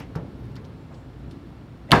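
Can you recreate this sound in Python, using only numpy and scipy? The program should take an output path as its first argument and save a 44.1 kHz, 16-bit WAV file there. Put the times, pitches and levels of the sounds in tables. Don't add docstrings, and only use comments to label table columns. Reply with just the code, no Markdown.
import sys
import numpy as np
from scipy import signal
from scipy.io import wavfile

SR = 44100
rng = np.random.default_rng(int(sys.argv[2]) if len(sys.argv) > 2 else 0)


def amplitude_ratio(level_db):
    exponent = np.asarray(level_db, float) / 20
    return 10 ** exponent


def generate_wav(signal):
    frames = np.transpose(np.atleast_2d(signal))
    scaled = np.clip(frames, -1, 1) * 32767
    pcm = np.round(scaled).astype(np.int16)
    wavfile.write(sys.argv[1], SR, pcm)


N = 88200

# f/Hz, level/dB per Hz, t60/s
WASH = [(50.6, -5.5, 1), (140, 1.5, 0.69), (410, -6, 0.92), (965, -3.5, 0.32), (1910, -9.5, 0.27),
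        (4600, -23.5, 0.31), (5900, -36, 0.44), (15000, -53, 0.31)]


def unit_rms(x):
    return x / np.sqrt(np.mean(x ** 2) + 1e-20)


def at_hz(rows, hz, column=1):
    return np.interp(np.log(hz), np.log(np.array(rows)[:, 0]), np.array(rows)[:, column])


def drift(rate_per_s):
    pole = np.exp(-80 * np.pi * rate_per_s / SR)
    white = rng.standard_normal(N // 40 + 2002)
    slow = signal.lfilter([1], [1, -2 * pole, pole * pole], white)[2000:]
    return np.interp(np.arange(N) / 40, np.arange(len(slow)), unit_rms(slow))


def ring(x, hz, t60_s):
    pole = amplitude_ratio(-60 / (max(t60_s, .003) * SR))
    turn_rad = 2 * np.pi * hz / SR
    return signal.lfilter([0, np.sin(turn_rad)], [1, -2 * pole * np.cos(turn_rad), pole * pole], x + 1e-18)


def sung(hz, width_hz):
    return unit_rms(ring(rng.standard_normal(N + SR), hz, 2.2 / width_hz)[SR:])


def strike(start_s, rise_s, t60_s):
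    out, start = np.zeros(N), int(start_s * SR)
    t = np.arange(min(N - start, int(t60_s * SR * 1.5))) / SR
    rise = 1 - np.exp(-t / max(rise_s, 1e-4))
    out[start:start + len(t)] = rise * amplitude_ratio(-60 * t / t60_s)
    return out


def click_at(time_s, height=1.0):
    out = np.zeros(N)
    out[int(time_s * SR)] = height
    return out


def soft(clicks, cut_hz):
    return signal.lfilter(*signal.butter(2, cut_hz, fs=SR), clicks)


def bandpass(x, low_hz, high_hz):
    return signal.sosfilt(signal.butter(2, [low_hz, high_hz], "band", fs=SR, output="sos"), x)


def bands():
    edges_hz = 22 * 2 ** np.arange(0, 9.7, 1 / 3)
    white = rng.standard_normal((2, N + 8000))
    bank = []
    for k, (low, high) in enumerate(zip(edges_hz, edges_hz[1:])):
        bank.append((np.sqrt(low * high), bandpass(white[k % 2], low, high)[8000:]))
    return bank


def wash_rms(bank):
    return np.std(sum(amplitude_ratio(at_hz(WASH, hz)) * noise for hz, noise in bank))


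def crack():
    # f/Hz, level/dB, t60/s
    air_modes = [(2230, -12.5, 0.02), (2820, -8, .008), (3580, -4, 0.011), (4600, -8.5, 0.015),
                 (8200, -21, 0.0039), (12000, -35, 0.0032)]
    click = click_at(1.9174)
    return sum(amplitude_ratio(db) * ring(click, hz, t60) * (-1) ** k for k, (hz, db, t60) in enumerate(air_modes))


def landing():
    # t/s, strength/dB, contact cut f/Hz
    hits = [
        (1.9094, -28, 900),
        (1.9119, -19.5, 253),
        (1.9176, -7, 444),
        (1.9248, -5.5, 2500),
        (1.9321, -7.5, 1360),
        (1.9374, -12, 2580),
        (1.9526, -19, 1500),
        (1.966, -19, 1480),
    ]
    # f/Hz, level/dB, t60/s
    sheet = [(157.3, -12, 0.13), (301, -13.5, 0.085), (380.6, -15.5, 0.19), (482, -16, 0.095),
             (729, -16, 0.16), (850, -17, 0.14), (954, -6, 0.069), (1072, -7, 0.092), (1200, -24, 0.043),
             (1310, -10.5, 0.072), (1562, -7, 0.14), (1654, -13, 0.12), (1694, -9.5, 0.06),
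             (2025, -15.5, 0.11)]
    spread_db = 1.5 * rng.normal(0, 1, (len(hits), len(sheet)))
    out = np.zeros(N)
    for (s, hit_db, cut_hz), offsets_db in zip(hits, spread_db):
        push = soft(click_at(s, amplitude_ratio(hit_db)), cut_hz)
        for (hz, db, t60), offset_db in zip(sheet, offsets_db):
            out += amplitude_ratio(db + offset_db) * ring(push, hz, t60)
    return out


def slap_wash(bank):
    flutter_db = 1 * drift(67)
    out = np.zeros(N)
    for hz, noise in bank:
        level = amplitude_ratio(at_hz(WASH, hz) + flutter_db * min(hz / 4000, 1.5))
        out += level * noise * strike(1.9174, 0.0037, at_hz(WASH, hz, column=2))
    return amplitude_ratio(-11) / wash_rms(bank) * out


def swish():
    # f/Hz, width/Hz, level/dB, delay/s
    eddies = [(2020, 280, -51, .001), (593, 35, -36, 0.0079), (3800, 2000, -65, .001),
              (8100, 2500, -68, 0.005)]
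    return sum(amplitude_ratio(db) * sung(hz, width) * strike(1.879 + delay, 0.0068, 1.0)
               for hz, width, db, delay in eddies)


def knocks(bank):
    # t/s, thud level/dB, body level/dB, t60 scale
    blows = [
        (0.001, -36, -37, 0.5),
        (0.156, -20.5, -30.5, 0.69),
        (0.565, -34.5, -47, 0.65),
        (0.912, -44, -46, 0.84),
        (1.275, -34.5, -60, 0.53),
    ]
    # f/Hz, level/dB, t60/s
    frame_modes = [(76, -61, .15), (161.3, 2, 0.17), (290, -12, 0.089), (435, -8, 0.075)]
    cut_hz, rise_s, thud_delay_s = 1140, 0.0011, 0.00413
    out, norm = np.zeros(N), wash_rms(bank)
    for s, thud_db, body_db, scale in blows:
        push = soft(click_at(s + thud_delay_s, amplitude_ratio(thud_db)), 590.0)
        out += sum(amplitude_ratio(db) * ring(push, hz, t60 * scale) for hz, db, t60 in frame_modes)
        for hz, noise in bank:
            level = amplitude_ratio(body_db) / norm * amplitude_ratio(at_hz(WASH, hz)) / np.hypot(1, (hz / cut_hz) ** 2)
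            out += level * noise * strike(s, rise_s, scale * at_hz(WASH, hz, column=2))
    return out


def ticks():
    # t/s, level/dB, centre f/Hz, t60/s
    puffs = [(0.001, -44, 2500, .2), (0.001, -48.5, 4600, 0.1), (0.001, -51.5, 10400, 0.034),
             (0.155, -46, 4640, 0.075), (0.157, -52.5, 9300, .03), (0.153, -34.5, 1280, 0.033),
             (0.440, -63, 4500, 0.04), (0.455, -61, 9500, 0.013), (0.465, -65, 7500, 0.014),
             (0.518, -68, 6800, 0.034), (0.556, -51, 4160, 0.053), (0.563, -47.5, 3800, 0.049),
             (0.555, -58, 10100, .03), (0.562, -66, 9900, .04), (0.562, -46.5, 1950, 0.13),
             (0.644, -54, 3480, 0.038), (0.650, -56.5, 4300, 0.064), (0.906, -50, 770, 0.23),
             (0.943, -56, 4170, 0.084), (1.31, -53, 4400, 0.1), (1.313, -59, 8300, 0.046),
             (1.9083, -27.5, 3470, 0.023), (1.9083, -35, 1200, 0.12), (1.9092, -41.5, 9000, 0.022),
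             (1.9178, -9, 3500, 0.022), (1.9171, -19.5, 8700, 0.017), (1.925, -31.5, 6400, .03),
             (1.942, -53, 12000, .02)]
    white = rng.standard_normal(N)
    out = np.zeros(N)
    for s, db, hz, t60 in puffs:
        out += amplitude_ratio(db) * strike(s, 0.00017, t60) * unit_rms(bandpass(white, hz * 0.63, hz * 1.27))
    return out


def squeaks():
    # t/s, f/Hz, width/Hz, level/dB, t60/s
    slides = [(0.37, 12800, 700, -76, .8), (0.92, 6900, 150, -72, .5), (0.92, 7800, 150, -73, .5),
              (0.93, 5900, 150, -73, .4), (0.93, 8800, 200, -76, .4), (0.75, 7500, 80, -83, 6.0),
              (1.302, 9000, 500, -62, .12), (0.43, 4500, 350, -60, .12)]
    return sum(amplitude_ratio(db) * sung(hz, width) * strike(s, 0.014, t60) for s, hz, width, db, t60 in slides)


def hall():
    # t/s, level/dB
    rumble_level = [(0.0, -39), (0.108, -37.5), (0.644, -39), (0.91, -42), (1.372, -40), (1.712, -43),
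                    (1.88, -40.5)]
    # f/Hz, level/dB per Hz
    rumble_colour = [(15, -36), (25, -18.5), (48, -7.5), (124, 2), (227, -9), (267, -1), (311, -7),
                     (500, -21.5), (650, -50), (1100, -120)]
    # f/Hz, level/dB per Hz
    hiss_colour = [(300, -14), (600, 1), (1200, -4.5), (2400, -13), (4600, -18.5), (5800, -28.5),
                   (10000, -32.5), (16000, -37)]
    # f/Hz, width/Hz, level/dB
    duct_modes = [(60.5, 3.4, -48.5), (114.2, 6.6, -60), (259.8, 14, -56.5)]
    level = amplitude_ratio(np.interp(np.arange(N) / SR, *np.transpose(rumble_level)))
    rumble, hiss = np.zeros(N), np.zeros(N)
    for hz, noise in bands():
        if hz < 600:
            rumble += amplitude_ratio(at_hz(rumble_colour, hz) + 1.2 * drift(4.3)) * noise
        if hz > 350:
            hiss += amplitude_ratio(at_hz(hiss_colour, hz) + 0.24 * drift(24.0)) * noise
    ducts = sum(amplitude_ratio(db + 40.5) * sung(hz, width) for hz, width, db in duct_modes)
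    hiss_level = amplitude_ratio(-54) * level ** 0.32 / np.mean(level ** .3)
    return level * (amplitude_ratio(-1.0) * unit_rms(rumble) + ducts) + hiss_level * unit_rms(hiss)


def scene():
    bank = bands()
    slap = crack() + landing() + slap_wash(bank)
    return (slap + swish() + knocks(bank) + ticks() + squeaks() + hall())[None]


def roll_off(x):
    return signal.sosfilt(signal.butter(12, 15900, fs=SR, output="sos"), x)


def record(dry):
    thin = signal.sosfilt(signal.butter(3, 41, "high", fs=SR, output="sos"), dry)
    return roll_off(1.373 * np.tanh(thin / 1.335))


dry = scene()
out = record(dry)
generate_wav(out)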